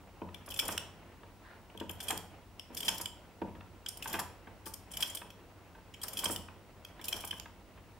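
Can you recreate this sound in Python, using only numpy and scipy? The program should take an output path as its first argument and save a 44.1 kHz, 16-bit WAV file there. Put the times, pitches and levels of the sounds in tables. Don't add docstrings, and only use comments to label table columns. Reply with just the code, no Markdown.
import sys
import numpy as np
from scipy import signal
from scipy.io import wavfile
from scipy.ndimage import uniform_filter1d, map_coordinates

SR = 44100
rng = np.random.default_rng(int(sys.argv[2]) if len(sys.argv) > 2 else 0)


def transcribe(u):
    v = np.clip(np.atleast_2d(u).T, -1, 1)
    q = np.round(v * 32767).astype(np.int16)
    wavfile.write(sys.argv[1], SR, q)


N = 352359
TIME = np.arange(N) / SR

# frequency in Hz, relative spectral density in dB.
AIR_SPECTRUM = [(30, -26), (42, 4), (55, 3), (77, -3), (110, -5), (155, -12), (320, -6), (600, -18.5),
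                (950, -16), (1400, -22.5), (2200, -28.5), (3200, -25.5), (6500, -29.5), (15000, -34)]
RUB_SPECTRUM = [(110, -1), (170, 1.5), (330, -3), (550, 1), (950, -2.5), (1300, -7.5), (1700, -9.5),
                (2500, -10.5), (4000, -28), (8000, -48)]
# frequency in Hz, level in dB.
HUM_TONES = [(49, -73), (100, -69), (15698, -81)]
# frequency in Hz, left-right correlation.
MIC_LIKENESS = [(40, .8), (120, .88), (350, .95), (1000, .87), (3000, .55), (6000, .35), (14000, .1)]
# frequency in Hz, seconds to fall by 60 dB.
ROOM_DECAY = [(80, 0.067), (260, 0.32), (700, 0.42), (2000, 0.4), (5000, 0.44), (14000, 0.26)]
# frequency in Hz, reverberant over direct level in dB.
ROOM_LEVELS = [(80, 9.5), (300, -0.5), (1000, -2), (2000, -6.5), (3200, -7), (6000, -5), (14000, -7.5)]
# frequency in Hz, width in Hz, relative gain in dB.
BASE_MODES = [(87.8, 6.5, 7.5), (99.8, 17.6, -3.5), (170, 34, -5), (219, 56, -11.5)]
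SWISH_MODES = [(990, 670, -5), (1740, 370, 0.5), (2290, 800, -11), (4200, 1100, -17)]
FRAME_MODES = [(177.5, 15, -2), (238, 120, -6), (317.6, 56, 2), (444, 26, -2), (496, 54, -7),
               (634, 110, -4.5), (826, 330, -9.5), (962, 65, 1)]
LEVER_MODES = [(694, 107, -6.5), (935, 55, 3.5), (1220, 143, -1.5), (1370, 130, -6), (1605, 110, 0),
               (2060, 710, -11), (2540, 180, -5), (3310, 590, -13.5)]
WIRE_MODES = [(3060, 2.9, -6), (3260, 1.36, -0.5), (3400, 1.8, -12.5), (3368, 3.8, -1), (6000, 2.6, -6),
              (5500, 2.6, -16), (7440, 4, -2), (8800, 4, -11)]
GRIT_MODES = [(5220, 960, -2.5), (7360, 330, 1.5), (8760, 560, 1.5), (9970, 550, 2.5), (11070, 1550, 0),
              (12480, 2170, 0.5), (13920, 1200, 2), (15100, 1300, -34)]
BALL_MODES = [(1560, 470, -15.5), (2343, 72, -4.5), (2560, 82, -5.5), (3013, 167, 3), (3224, 133, 6.5),
              (3429, 85, 3), (4010, 250, -15), (4960, 135, -7.5), (5490, 180, -5), (7300, 1200, -17.5)]
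# start in seconds, relative clack and thump levels in dB,
# nominal contact length in seconds.
CAM_KNOCKS = [(0.2147, -50, -37, 0.0049), (0.285, -49.5, -57, 0.0057), (0.4755, -47, -50, 0.0065),
              (0.621, -44.5, -46, 0.0083), (0.6846, -36, -42, 0.0064), (1.231, -50.5, -59.5, 0.0042),
              (1.746, -59, -47, .006), (1.807, -48.5, -37, 0.013), (1.894, -48.5, -46, 0.0071),
              (2.1008, -34, -44, 0.012), (2.1248, -46, -40.5, 0.0038), (2.698, -68, -47, 0.011),
              (2.881, -41, -50, 0.017), (2.996, -44, -46, 0.015), (3.4145, -45, -32, 0.0065),
              (3.5484, -53.5, -52, 0.0083), (3.605, -49.5, -56, 0.0047), (4.0547, -38, -52, 0.0048),
              (4.136, -32.5, -37, 0.0148), (4.186, -36.5, -52, 0.011), (4.469, -50, -49, 0.0098),
              (4.661, -47, -48.5, 0.0083), (5.029, -45, -59, 0.006), (5.213, -45, -58, 0.0063),
              (5.747, -54, -78, 0.0077), (6.0323, -46.5, -56, 0.012), (6.233, -37.5, -53, 0.006),
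              (6.2545, -42.5, -39.5, 0.0067), (6.2945, -39.5, -34, 0.0068), (6.482, -46.5, -66, 0.0052),
              (6.991, -49.5, -55, 0.011), (7.14, -51, -47.5, 0.0043), (7.236, -42.5, -50, 0.0056),
              (7.327, -41.5, -51, 0.0022), (7.455, -47, -59, 0.0052), (7.771, -58, -59, 0.011)]
# start, pressing time and easing time in seconds,
# relative levels in dB of the hiss and of the loaded works.
BEAK_STROKES = [(0.532, 0.17, 0.12, -51.5, -42.5), (1.992, 0.12, 0.075, -53.5, -46),
                (2.728, .17, 0.19, -53, -45.5), (4.02, 0.11, 0.086, -52, -44.5),
                (4.908, 0.12, .17, -53, -46.5), (6.054, 0.2, .12, -49.5, -45),
                (7.018, .15, 0.22, -52, -47.5)]
# start in seconds, relative ring and crunch levels in dB,
# nominal contact length in seconds.
BEAK_CLICKS = [(0.343, -34, -56, .0036), (0.459, -60, -55, 0.0065), (0.485, -48, -52, 0.0054),
               (0.5015, -37, -45.5, 0.012), (0.5177, -34, -55, 0.0064), (0.5385, -38, -45.5, 0.0057),
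               (0.561, -36, -51, 0.0027), (0.5893, -18.5, -37, .0058), (0.6774, -52, -36.5, 0.0044),
               (0.7183, -54, -43, 0.011), (0.7763, -21, -39.5, 0.0028), (1.773, -37, -60, 0.0035),
               (1.7986, -34.5, -56.5, 0.0041), (1.892, -30.5, -47, 0.0063), (1.908, -52, -47.5, 0.0052),
               (2.0017, -33, -47, 0.0078), (2.081, -26, -39, 0.011), (2.1044, -23.5, -35, 0.0034),
               (2.1736, -35.5, -41.5, 0.003), (2.594, -31, -54.5, 0.003), (2.746, -53, -47, 0.003),
               (2.7664, -34.5, -42, 0.014), (2.8026, -29.5, -42, 0.0042), (2.828, -27.5, -59, 0.0058),
               (2.8464, -34.5, -45, 0.026), (2.8805, -17.5, -35, 0.0034), (2.978, -51, -43.5, 0.0054),
               (3.01, -53, -40.5, 0.0044), (3.056, -24, -43.5, 0.0029), (3.8602, -26.5, -55, 0.0052),
               (3.884, -50, -39.5, 0.005), (3.9697, -47, -48.5, 0.0053), (4.0226, -30.5, -46.5, .0064),
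               (4.073, -38, -44.5, 0.0086), (4.126, -37, -40, 0.0076), (4.19, -39, -39, 0.0097),
               (4.6547, -45, -48, 0.022), (4.736, -42, -43.5, 0.0046), (4.9345, -36.5, -49, 0.011),
               (4.9677, -28.5, -40, 0.0071), (5.003, -31, -40.5, 0.008), (5.023, -18.5, -39.5, 0.0044),
               (5.147, -39.5, -39.5, 0.0067), (5.169, -33, -47, 0.0067), (5.302, -40.5, -61, .004),
               (5.9383, -38.5, -66, 0.0082), (6.014, -37.5, -51, 0.009), (6.0296, -44, -39, 0.0082),
               (6.081, -38, -45, 0.0026), (6.1305, -56, -50, 0.0044), (6.1683, -26, -41, 0.0099),
               (6.188, -28, -42.5, 0.0054), (6.24, -48, -34, 0.0065), (6.2543, -19, -42, 0.007),
               (6.3044, -56, -40.5, 0.022), (6.359, -27.5, -41.5, 0.0038), (6.8475, -36, -54, 0.0027),
               (7.012, -41.5, -56, 0.003), (7.04, -40, -46, 0.0093), (7.0806, -29.5, -37, 0.007),
               (7.1259, -20.5, -44, 0.0033), (7.245, -46, -43.5, 0.0078), (7.3085, -22.5, -48, 0.0031),
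               (7.38, -53, -59, 0.0025), (7.397, -37, -44.5, 0.0013)]


def from_db(db):
    return 10 ** (np.asarray(db) / 20)


def unit_rms(x):
    return x / np.sqrt(np.mean(x ** 2) + 1e-20)


def at_hz(points, hz):
    points = np.array(points)
    return np.interp(np.log(hz), np.log(points[:, 0]), points[:, 1])


def drift(rate_hz):
    pole = np.exp(-80 * np.pi * rate_hz / SR)
    noise = rng.standard_normal(N // 40 + 2002)
    slow = signal.lfilter([1], [1, -2 * pole, pole * pole], noise)[2000:]
    return np.interp(np.arange(N) / 40, np.arange(len(slow)), unit_rms(slow))


def resonate(force, modes):
    out = 0
    for k, (hz, width, db) in enumerate(modes):
        r = np.exp(-np.pi * width / SR)
        poles = [1, -2 * r * np.cos(2 * np.pi * hz / SR), r * r]
        ring = signal.lfilter([1, 0, -1], poles, force + 1e-18)
        out = out + (-1) ** k * from_db(db) * (1 - r * r) / 2 * ring
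    return out


def soften(x, top_hz):
    return signal.sosfilt(signal.butter(2, top_hz, fs=SR, output="sos"), x + 1e-18)


def diffuse_bands(size):
    edges = 23 * 2 ** np.arange(0, 9.6, .5)
    white = rng.standard_normal((2, 2, size + SR // 2))
    for k, (low, high) in enumerate(zip(edges, edges[1:])):
        band = signal.butter(2, [low, high], "band", fs=SR, output="sos")
        mid, side = signal.sosfilt(band, white[k % 2])[:, -size:]
        hz = np.sqrt(low * high)
        alike = np.clip(at_hz(MIC_LIKENESS, hz), -1, 1)
        yield hz, np.sqrt((1 + alike) / 2) * mid + np.sqrt((1 - alike) / 2) * side * [[1], [-1]]


def slips(size, spread_db):
    return rng.standard_normal(size) * from_db(spread_db * rng.standard_normal((2, size)))


def strike(contacts, modes, column, impact_db, rise_s, stretch, spread_db, vary_db, detune, size=3072):
    out, t = np.zeros((2, N + size)), TIME[:size]
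    impulse = signal.unit_impulse(size)
    rings = np.array([(-1) ** k * resonate(impulse, [mode]) for k, mode in enumerate(modes)])
    for row in contacts:
        start, length_s = int(row[0] * SR), max(stretch * row[-1], 1e-3)
        pressure = (1 - np.exp(-(t / rise_s) ** 2)) * np.exp(-(t / length_s) ** 2)
        force = pressure * slips(size, spread_db)
        force = force / np.sqrt(np.sum(force ** 2, axis=1).mean())
        force[:, np.argmax(pressure)] += from_db(impact_db)
        pitch = np.exp(detune * rng.uniform(-1.3, 1))
        body = from_db(vary_db * rng.standard_normal((2, len(modes)))) @ rings
        body = np.array([map_coordinates(side, [pitch * np.arange(size)], order=3) for side in body])
        sound = signal.fftconvolve(force, body, axes=1)[:, :size]
        loudest = np.sqrt(uniform_filter1d(np.mean(sound ** 2, axis=0), 132).max())
        out[:, start:start + size] += from_db(row[column]) * sound / loudest
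    return out[:, :N]


def room_tone(air_db):
    air = unit_rms(sum(from_db(at_hz(AIR_SPECTRUM, hz)) * noise for hz, noise in diffuse_bands(N)))
    hum = sum(np.sqrt(2) * from_db(db) * np.sin(2 * np.pi * hz * TIME + .5 * drift(1.3))
              for hz, db in HUM_TONES)
    return from_db(air_db) * air + hum


def reflections(source, build_s=0.006):
    t = TIME[:SR * 3 // 4]
    response = 0
    for hz, noise in diffuse_bands(len(t)):
        fade = from_db(-60 * t / at_hz(ROOM_DECAY, hz)) * (1 - np.exp(-(t / build_s) ** 2))
        response = response + from_db(at_hz(ROOM_LEVELS, hz)) * noise * fade / np.sqrt(np.sum(fade ** 2))
    return signal.fftconvolve(source[None], response, axes=1)[:, :N]


def base_boom(kick_db, side_db, idle_db=-64, rise_s=0.026, t60_s=0.86):
    kicks = np.zeros(N)
    for start, _, thump_db, _ in CAM_KNOCKS:
        kicks[int(start * SR)] = from_db(kick_db + 0.63 * thump_db) ** 2
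    t = TIME[:SR]
    swell = (1 - np.exp(-t / rise_s)) * from_db(-60 * t / t60_s)
    power = from_db(idle_db) ** 2 + np.abs(signal.fftconvolve(kicks, swell ** 2)[:N])
    booms = resonate(rng.standard_normal((2, N)), BASE_MODES)
    mid, side = booms / np.sqrt(uniform_filter1d(booms ** 2, SR // 8))
    return np.sqrt(power) * (mid + from_db(side_db) * side * [[1], [-1]])


def works_rumble(gain_db, judder_db, idle_db=-57.5, rise_db_per_s=76, fall_db_per_s=61.5, facet_hz=17):
    power = from_db(idle_db) ** 2
    for start, press, _, _, load_db in BEAK_STROKES:
        since_peak = TIME - (start + press)
        below_db = np.maximum(-rise_db_per_s * since_peak, fall_db_per_s * since_peak)
        power = power + from_db(load_db - below_db) ** 2
    facets = drift(facet_hz)
    rub = sum(from_db(at_hz(RUB_SPECTRUM, hz) + judder_db * (facets + drift(facet_hz)) / 2) * noise
              for hz, noise in diffuse_bands(N))
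    return from_db(gain_db) * np.sqrt(power) * unit_rms(rub)


def facet_taps(tap_db, scatter_db, length_s, count=24):
    taps = [(start, tap_db + scatter_db * rng.standard_normal(), length_s)
            for start in rng.uniform(0, TIME[-1], count)]
    return strike(taps, LEVER_MODES, column=1, impact_db=-8.0, rise_s=0.00154,
                  stretch=1.0, spread_db=0.0, vary_db=11.5, detune=0.11)


def swish(peak_s, half_length_s, level_db):
    swell = np.exp(-((TIME - peak_s) / half_length_s) ** 4)
    return from_db(level_db) * swell * unit_rms(resonate(slips(N, spread_db=6.0), SWISH_MODES))


def wires(shake, gain_db, slack_db):
    slack = from_db(slack_db)
    return from_db(gain_db) * resonate(shake - slack * np.tanh(shake / slack), WIRE_MODES)


def knocks(clack_gain_db, thump_gain_db):
    clack = strike(CAM_KNOCKS, LEVER_MODES, column=1, impact_db=-8.5, rise_s=0.00193,
                   stretch=1.52, spread_db=3.0, vary_db=-1.0, detune=0.071)
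    thump = strike(CAM_KNOCKS, FRAME_MODES, column=2, impact_db=15.0, rise_s=0.001985,
                   stretch=0.85, spread_db=7.5, vary_db=2.1, detune=0.0042)
    clack, thump = soften(clack, top_hz=4400), soften(thump, top_hz=810)
    return from_db(clack_gain_db) * clack + from_db(thump_gain_db) * thump


def drags(grit_gain_db, ball_gain_db, lever_gain_db, judder_db, light_touch_db=-12):
    force = slips(N, spread_db=8.5) * from_db(judder_db * drift(71))
    parts = [(grit_gain_db, GRIT_MODES), (ball_gain_db, BALL_MODES), (lever_gain_db, LEVER_MODES)]
    scrape = sum(from_db(db) * unit_rms(resonate(force, modes)) for db, modes in parts)
    pressure = 0
    for start, press, ease, hiss_db, _ in BEAK_STROKES:
        t = TIME - start
        swell_db = np.interp(t, [0, press, press + ease], [light_touch_db, 0, light_touch_db])
        pressure = pressure + from_db(hiss_db + swell_db) * (t > 0) * (t < press + ease)
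    return pressure * scrape


def snags(ring_db, crunch_db, scatter_db, length_s, count=4):
    rows = []
    for start, press, ease, hiss_db, _ in BEAK_STROKES:
        times = start + (press + ease) * (np.arange(count) + rng.random(count)) / (count + 1)
        levels = hiss_db + scatter_db * rng.standard_normal((count, 2)) + [ring_db, crunch_db]
        rows += [(when, ring, crunch, length_s) for when, (ring, crunch) in zip(times, levels)]
    return rows


def rebounds(above_db, delay_s, length_s):
    return [(start + delay_s, ring, crunch, length_s)
            for start, ring, crunch, _ in BEAK_CLICKS if ring > above_db]


def pecks(ring_gain_db, crunch_gain_db):
    contacts = BEAK_CLICKS + rebounds(above_db=-19, delay_s=.006, length_s=.004)
    contacts += snags(ring_db=3.0, crunch_db=4.5, scatter_db=-1.0, length_s=0.0081)
    ring = strike(contacts, BALL_MODES, column=1, impact_db=-9.0, rise_s=0.001037,
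                  stretch=1.05, spread_db=1.0, vary_db=4.5, detune=0.0053)
    crunch = strike(contacts, GRIT_MODES, column=2, impact_db=-40.0, rise_s=0.0027,
                    stretch=1.53, spread_db=8.5, vary_db=4.0, detune=0.034)
    return from_db(ring_gain_db) * ring + from_db(crunch_gain_db) * crunch


def scene(left_lag_s=1.2e-5):
    beaks = pecks(ring_gain_db=-8.0, crunch_gain_db=5.0)
    beaks += drags(grit_gain_db=-1.0, ball_gain_db=0.0, lever_gain_db=-12.5, judder_db=3.0)
    toy = beaks + wires(beaks, gain_db=-1.0, slack_db=-31)
    toy += knocks(clack_gain_db=1.0, thump_gain_db=3.0)
    toy += facet_taps(tap_db=-69.0, scatter_db=7.5, length_s=.005)
    toy += swish(peak_s=1.496, half_length_s=.065, level_db=-59.5)
    left = map_coordinates(toy[0], [(TIME - left_lag_s) * SR], order=3)
    at_mics = np.array([left, toy[1]]) + reflections(toy.mean(axis=0))
    rumble = works_rumble(gain_db=-3.0, judder_db=3.0) + base_boom(kick_db=-24.0, side_db=-7.0)
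    return at_mics + rumble + room_tone(air_db=-59.5)


def record(dry):
    return signal.sosfilt(signal.ellip(10, .2, 80, 16300, fs=SR, output="sos"), dry)


dry = scene()
out = record(dry)
transcribe(out)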